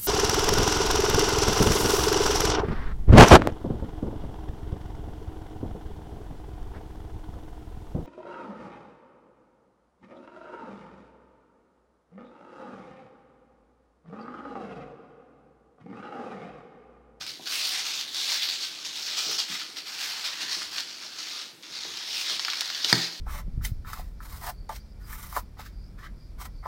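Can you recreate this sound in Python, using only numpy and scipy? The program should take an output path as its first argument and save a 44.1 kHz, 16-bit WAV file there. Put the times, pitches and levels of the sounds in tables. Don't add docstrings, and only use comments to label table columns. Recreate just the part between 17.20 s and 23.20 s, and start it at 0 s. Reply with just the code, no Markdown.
import sys
import numpy as np
from scipy import signal
from scipy.fft import rfft, irfft
from scipy.io import wavfile
from scipy.ndimage import uniform_filter1d

SR = 44100
rng = np.random.default_rng(int(sys.argv[2]) if len(sys.argv) > 2 else 0)


def pcm_store(signal):
    levels = np.round(np.clip(np.atleast_2d(signal), -1, 1) * 32767)
    wavfile.write(sys.argv[1], SR, levels.astype(np.int16).T)


N = 264584

# f/Hz, relative level/dB
ROOM_TONE = [(25, -24), (60, -10.5), (100, -10.5), (150, -6.5), (220, -3.5), (330, -1.5), (500, -4.5),
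             (1000, -10), (4000, -10.5), (15000, -21)]
# t/s, swell/s, hold/s, level/dB, slack folds/dB, taut sizzle/dB
PULLS = [(0.063, .015, 0.023, -38, -4.5, 2), (0.195, 0.041, .02, -44.5, -8, 5),
         (0.243, 0.089, .15, -30, -2.5, 5.5), (0.499, .02, 0.08, -31, 1, 0), (0.628, .03, 0.15, -34, 0, 2),
         (0.868, 0.012, 0.055, -44, 0, 6), (0.91, 0.07, 0.079, -31, -3, 2),
         (1.052, 0.046, 0.067, -29.5, 1, 2), (1.207, 0.023, .015, -29, -3.5, 1.5),
         (1.284, 0.0035, 0.048, -31.5, -4, 0.5), (1.358, 0.077, 0.013, -31.5, -4, 0),
         (1.497, .02, 0.25, -41, 0, -2.5), (1.72, .04, 0.08, -34.5, -5, 0.5),
         (1.85, .015, 0.079, -33, -1, -1), (1.941, .04, 0.17, -30.5, -4, 1),
         (2.253, .06, .04, -34.5, 3.5, 2.5), (2.385, 0.011, .02, -40, 4.5, 3),
         (2.47, .02, .07, -49.5, 5, 3), (2.638, .04, .08, -38, 3.5, 1), (2.768, 0.036, .12, -35, 3.5, 4.5),
         (2.927, .04, .28, -36, 3.5, -1.5), (3.246, 0.082, 0.022, -32, 3, 2.5),
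         (3.363, 0.026, .04, -35, 1.5, -0.5), (3.485, 0.081, 0.011, -34.5, 4, 2),
         (3.649, 0.035, 0.25, -43, 2.5, -2.5), (3.928, 0.061, 0.23, -38.5, 3.5, -1.5),
         (4.426, 0.0089, .03, -44.5, 4.5, -8), (4.465, 0.098, .26, -37.5, 2.5, -3.5),
         (4.777, 0.23, 0.013, -31, -2, 2), (5.038, 0.027, .09, -34, 2, -2),
         (5.189, 0.0103, 0.55, -35, 1, -2), (5.619, .04, 0.18, -31.5, -3, -0.5),
         (5.893, 0.025, .1, -43.5, -26, 2)]
# t/s, level/dB, slack folds/dB
CRUNCHES = [(0.0, -37.5, 2), (0.25, -37.5, 4), (1.637, -34.5, -5), (1.961, -25.5, -4.5), (2.175, -27, 0),
            (2.555, -35, 0.5), (2.799, -35.5, 7), (3.035, -31.5, 6.5), (3.196, -32, -1), (3.571, -35.5, -2),
            (3.805, -43, 13), (5.075, -32.5, 2), (5.679, -27.5, 7)]
# f/Hz, relative level/dB
FILM_COLOUR = [(350, -14.5), (520, -18), (700, -11.5), (1000, -12), (1400, -7), (2100, -6), (2800, -3),
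               (3800, 1.23), (4700, 2), (6000, -4), (7400, -13), (8800, -17), (10500, -22.5), (15500, -21)]
# t/s, f/Hz, prominence/dB
FILM_RESONANCE = [(0, 3600, -1), (1.3, 3870, 3.5), (2.2, 4330, 1.5), (3.3, 4830, 2.5), (6, 4730, 6)]
# t/s, relative level/dB, hollow part/dB, sharp part/dB
SNAPS = [(0.012, -24.5, -0.5, -15), (0.0651, -25, -2, 0), (0.273, -21, -13, -2), (0.324, -20, 17, -7),
         (0.452, -17, -18, 3), (0.811, -19.5, -5, 0), (0.946, -20, 2, 0), (1.2884, -16, -4, -9),
         (2.114, -20, 6, 12), (3.346, -23, 0, 0), (3.4187, -22, 26, -3), (3.5821, -15.5, 1, -17),
         (3.605, -19, 1, 0), (4.426, -34, -6, 0), (4.771, -24, -15, -3), (4.932, -23, -8, -9),
         (5.098, -21, 11, -9), (5.195, -13.5, 2, -15), (5.249, -13, 6, -7), (5.282, -15.5, 28, 5),
         (5.301, -15, -11, -8), (5.333, -17, 17.5, -7), (5.4085, -11, -7, 4), (5.417, -20.5, 21, -3),
         (5.457, -22, -7, -1), (5.5015, -17, 7, -4), (5.548, -18, -11, -15), (5.646, -6.5, 0.5, -7)]
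# t/s, strength/dB, low cut/Hz, high cut/Hz, drag/s
KNOCKS = [(0.196, -23, 208, 704, 0.016), (2.066, -25, 200, 503, 0.014), (2.089, -21.5, 280, 700, 0.022),
          (2.297, -26.5, 151, 320, 0.024), (3.234, -25.5, 170, 320, 0.013), (3.369, -26, 260, 600, 0.012),
          (4.332, -36, 130, 320, 0.043), (4.509, -33, 170, 320, 0.014), (4.651, -23, 277, 850, 0.014),
          (5.11, -24.5, 260, 745, 0.015), (5.6462, -20, 248, 890, 0.0018),
          (5.7279, -1.5, 39.5, 12100, 0.00071), (5.7428, -2.5, 59.4, 392, 0.0069)]
# f/Hz, relative level/dB, t60/s
TUB_MODES = [(128.5, -29.5, 0.23), (171.8, -30, 0.35), (201, -26.5, 0.16), (262.7, -29.5, 0.24),
             (328.6, -31.5, 0.28), (348, -29.5, 0.29), (418.6, -32, 0.38), (462, -28.5, 0.21),
             (600, -26, 0.011), (681, -33.5, 0.19), (830, -25.5, 0.043), (990, -20.5, 0.028),
             (1350, -25, 0.03), (1620, -16.5, .022), (1846, -7.5, 0.014), (2200, -20, 0.044),
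             (3630, -14.5, 0.029), (4440, -2, 0.017), (4920, -4.5, 0.019), (5050, -36, 0.009),
             (8650, -13.5, 0.013)]
BAND_EDGES_HZ = 350 * 2 ** (np.arange(23) / 3.97)
BAND_CENTRES_HZ = np.sqrt(BAND_EDGES_HZ[1:] * BAND_EDGES_HZ[:-1])


def from_db(db):
    return 10 ** (np.asarray(db) / 20)


def unit_rms(x):
    return x / np.sqrt(np.mean(x ** 2) + 1e-20)


def in_time(rows):
    times, *columns = np.transpose(rows)
    return [np.interp(np.arange(N) / SR, times, column) for column in columns]


def at_hz(points, hz):
    f, values = np.transpose(points)
    return np.interp(np.log(np.maximum(hz, 1)), np.log(f), values)


def filtered(x, hz, kind, order=2):
    sos = signal.butter(order, np.clip(hz, 10, .45 * SR), kind, fs=SR, output="sos")
    return signal.sosfilt(sos, x + 1e-18)


def drift(per_s):
    knots = rng.standard_normal(8192)
    return unit_rms(np.interp(np.arange(N) / SR * per_s, np.arange(len(knots)), knots))


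def ring(clicks, hz, t60):
    r, w = np.exp(-np.log(1000) / (t60 * SR)), 2 * np.pi * hz / SR
    return signal.lfilter([0, np.sin(w)], [1, -2 * r * np.cos(w), r * r], clicks + 1e-18)


def room_tone(level_db=-55.0, rumble_hz=130, rumble_db=-3.5, waver_db=5.0):
    colour = from_db(at_hz(ROOM_TONE, np.fft.rfftfreq(N, 1 / SR)))
    air = unit_rms(irfft(rfft(rng.standard_normal(N)) * colour, N))
    rumble = from_db(rumble_db + waver_db * drift(6.6)) * filtered(air, rumble_hz, "low", order=4)
    return from_db(level_db) * (filtered(air, rumble_hz, "high", order=4) + rumble)


def appliance_hum(hz=320, t60=0.054, level_db=-64.0):
    hum = unit_rms(ring(rng.standard_normal(N), hz, t60))
    return from_db(level_db) * filtered(hum, 200, "high")


def stroke(start_s, swell_s, hold_s, release_db_per_s):
    t = np.arange(N) / SR - start_s
    rise = np.clip(t / max(swell_s, .001), 0, 1)
    return rise * from_db(-release_db_per_s * np.clip(t - swell_s - hold_s, 0, 1))


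def handling(rest_db=-65.5, crunch_taut_db=-1):
    moves = [(stroke(s, swell, hold, release_db_per_s=147), db, slack, taut)
             for s, swell, hold, db, slack, taut in PULLS]
    moves += [(stroke(s, swell_s=0.015, hold_s=0.015, release_db_per_s=259.5), db, slack, crunch_taut_db)
              for s, db, slack in CRUNCHES]
    total = from_db(rest_db) ** 2
    slack_sum, taut_sum = 0, 0
    for shape, db, slack_db, taut_db in moves:
        power = (from_db(db) * shape) ** 2
        total += power
        slack_sum += power * slack_db
        taut_sum += power * taut_db
    return 10 * np.log10(total), slack_sum / total, taut_sum / total


def crease_colour(hz, slack_db, taut_db):
    hollow = at_hz([(450, 0.098), (1250, 0.87), (2100, 0.76), (3200, 0.088)], hz)
    treble = at_hz([(6000, 0.21), (10000, 1)], hz)
    return from_db(at_hz(FILM_COLOUR, hz) + hollow * slack_db + treble * taut_db)


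def film_rustle(creases_per_s=4200, clump_db=2.0, colour_db=1.5, fold_db=1.86, gain_db=0.63):
    effort_db, slack_db, taut_db = handling()
    effort_db += 0.46 * drift(per_s=70)
    resonance_hz, prominence_db = in_time(FILM_RESONANCE)
    rate = creases_per_s * from_db(0.76 * (effort_db - effort_db.mean()))
    at = np.flatnonzero(rng.random(N) < rate * from_db(clump_db * drift(per_s=260)) / SR)
    sizes = np.zeros(N)
    sizes[at] = from_db(np.minimum(rng.exponential(1, N)[at], 4.5))
    sizes /= np.sqrt(uniform_filter1d(sizes ** 2, size=900) + 1e-6)
    rustle, neutral = 0, 0
    for k, hz in enumerate(BAND_CENTRES_HZ):
        shares = unit_rms(from_db(colour_db * rng.standard_normal(N)[at]))
        clicks = np.zeros(N)
        clicks[at] = sizes[at] * shares * np.sign(rng.random(N)[at] - .5)
        band = filtered(clicks, BAND_EDGES_HZ[k:k + 2], "band")
        band *= from_db(fold_db * drift(per_s=14))
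        octaves_off = np.log2(hz / resonance_hz)
        band *= from_db(prominence_db * np.exp(-(octaves_off / 0.13) ** 2))
        rustle += band * crease_colour(hz, slack_db, taut_db)
        neutral += band * crease_colour(hz, 0, 0)
    return filtered(rustle / np.std(neutral) * from_db(effort_db + gain_db), 540, "high")


def snaps_and_creaks(slip_s=0.0011, shiver=0.45, shiver_s=0.0072, gain_db=-8.5, size=2048):
    snaps, t = np.zeros(N + size), np.arange(size) / SR
    for s, db, hollow_db, sharp_db in SNAPS:
        push = rng.standard_normal(size) * (np.exp(-t / slip_s) + shiver * np.exp(-t / shiver_s))
        gains = crease_colour(np.linspace(0, SR / 2, size // 2 + 1), hollow_db, sharp_db)
        cepstrum = 2 * irfft(np.log(gains)) * (np.arange(size) < size // 2)
        response = np.exp(rfft(cepstrum))
        snap = filtered(irfft(rfft(push) * response), 610, "high")
        at = int(s * SR)
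        snaps[at:at + size] += from_db(db + gain_db) * snap / np.std(snap[t < .002])
    return snaps[:N]


def tub_knocks(scatter_db=1.5, drag_grip=0.052, size=4096):
    blows, t = np.zeros((len(KNOCKS), N)), np.arange(size) / SR
    for blow, (s, db, low_cut_hz, high_cut_hz, drag_s) in zip(blows, KNOCKS):
        push = (t == 0) + drag_grip * rng.standard_normal(size) * np.exp(-t / drag_s)
        softened = filtered(push, high_cut_hz, "low", order=3)
        at = int(s * SR)
        blow[at:at + size] = from_db(db) * filtered(softened, low_cut_hz, "high")
    strengths = from_db(scatter_db * rng.standard_normal((len(KNOCKS), len(TUB_MODES))))
    ringing = sum(from_db(db) * ring(strengths[:, k] @ blows, hz, t60)
                  for k, (hz, db, t60) in enumerate(TUB_MODES))
    return filtered(ringing, 108, "high", order=6)


def kitchen_reverb(direct, wet_db, t60=0.58, high_cut_hz=7500, low_cut_hz=400, hop=2048):
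    t = np.arange(SR // 3) / SR
    decay = np.exp(-np.log(1000) * t / t60) * (t > .002)
    padded, wet = np.pad(direct, (hop, 2 * hop)), np.zeros(N + 3 * hop + len(t))
    window = np.sqrt(np.hanning(2 * hop))
    lasting_paths = rng.standard_normal(len(t))
    for at in range(0, N + hop, hop):
        paths = (lasting_paths + rng.standard_normal(len(t))) / np.sqrt(2)
        tail = signal.fftconvolve(padded[at:at + 2 * hop] * window, paths * decay)
        wet[at:at + len(tail)] += tail
    wet = filtered(wet[hop:hop + N], high_cut_hz, "low", order=1)
    wet = filtered(wet, low_cut_hz, "high")
    return direct + from_db(wet_db) * wet / np.linalg.norm(decay)


def scene():
    close = kitchen_reverb(film_rustle() + snaps_and_creaks() + tub_knocks(), wet_db=-9.0)
    return (close + room_tone() + appliance_hum())[None]


def record(dry, ceiling=0.93, cutoff_hz=15850):
    high_cut = signal.ellip(12, .1, 90, cutoff_hz, fs=SR, output="sos")
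    return signal.sosfilt(high_cut, np.clip(dry, -ceiling, ceiling))


dry = scene()
out = record(dry)
pcm_store(out)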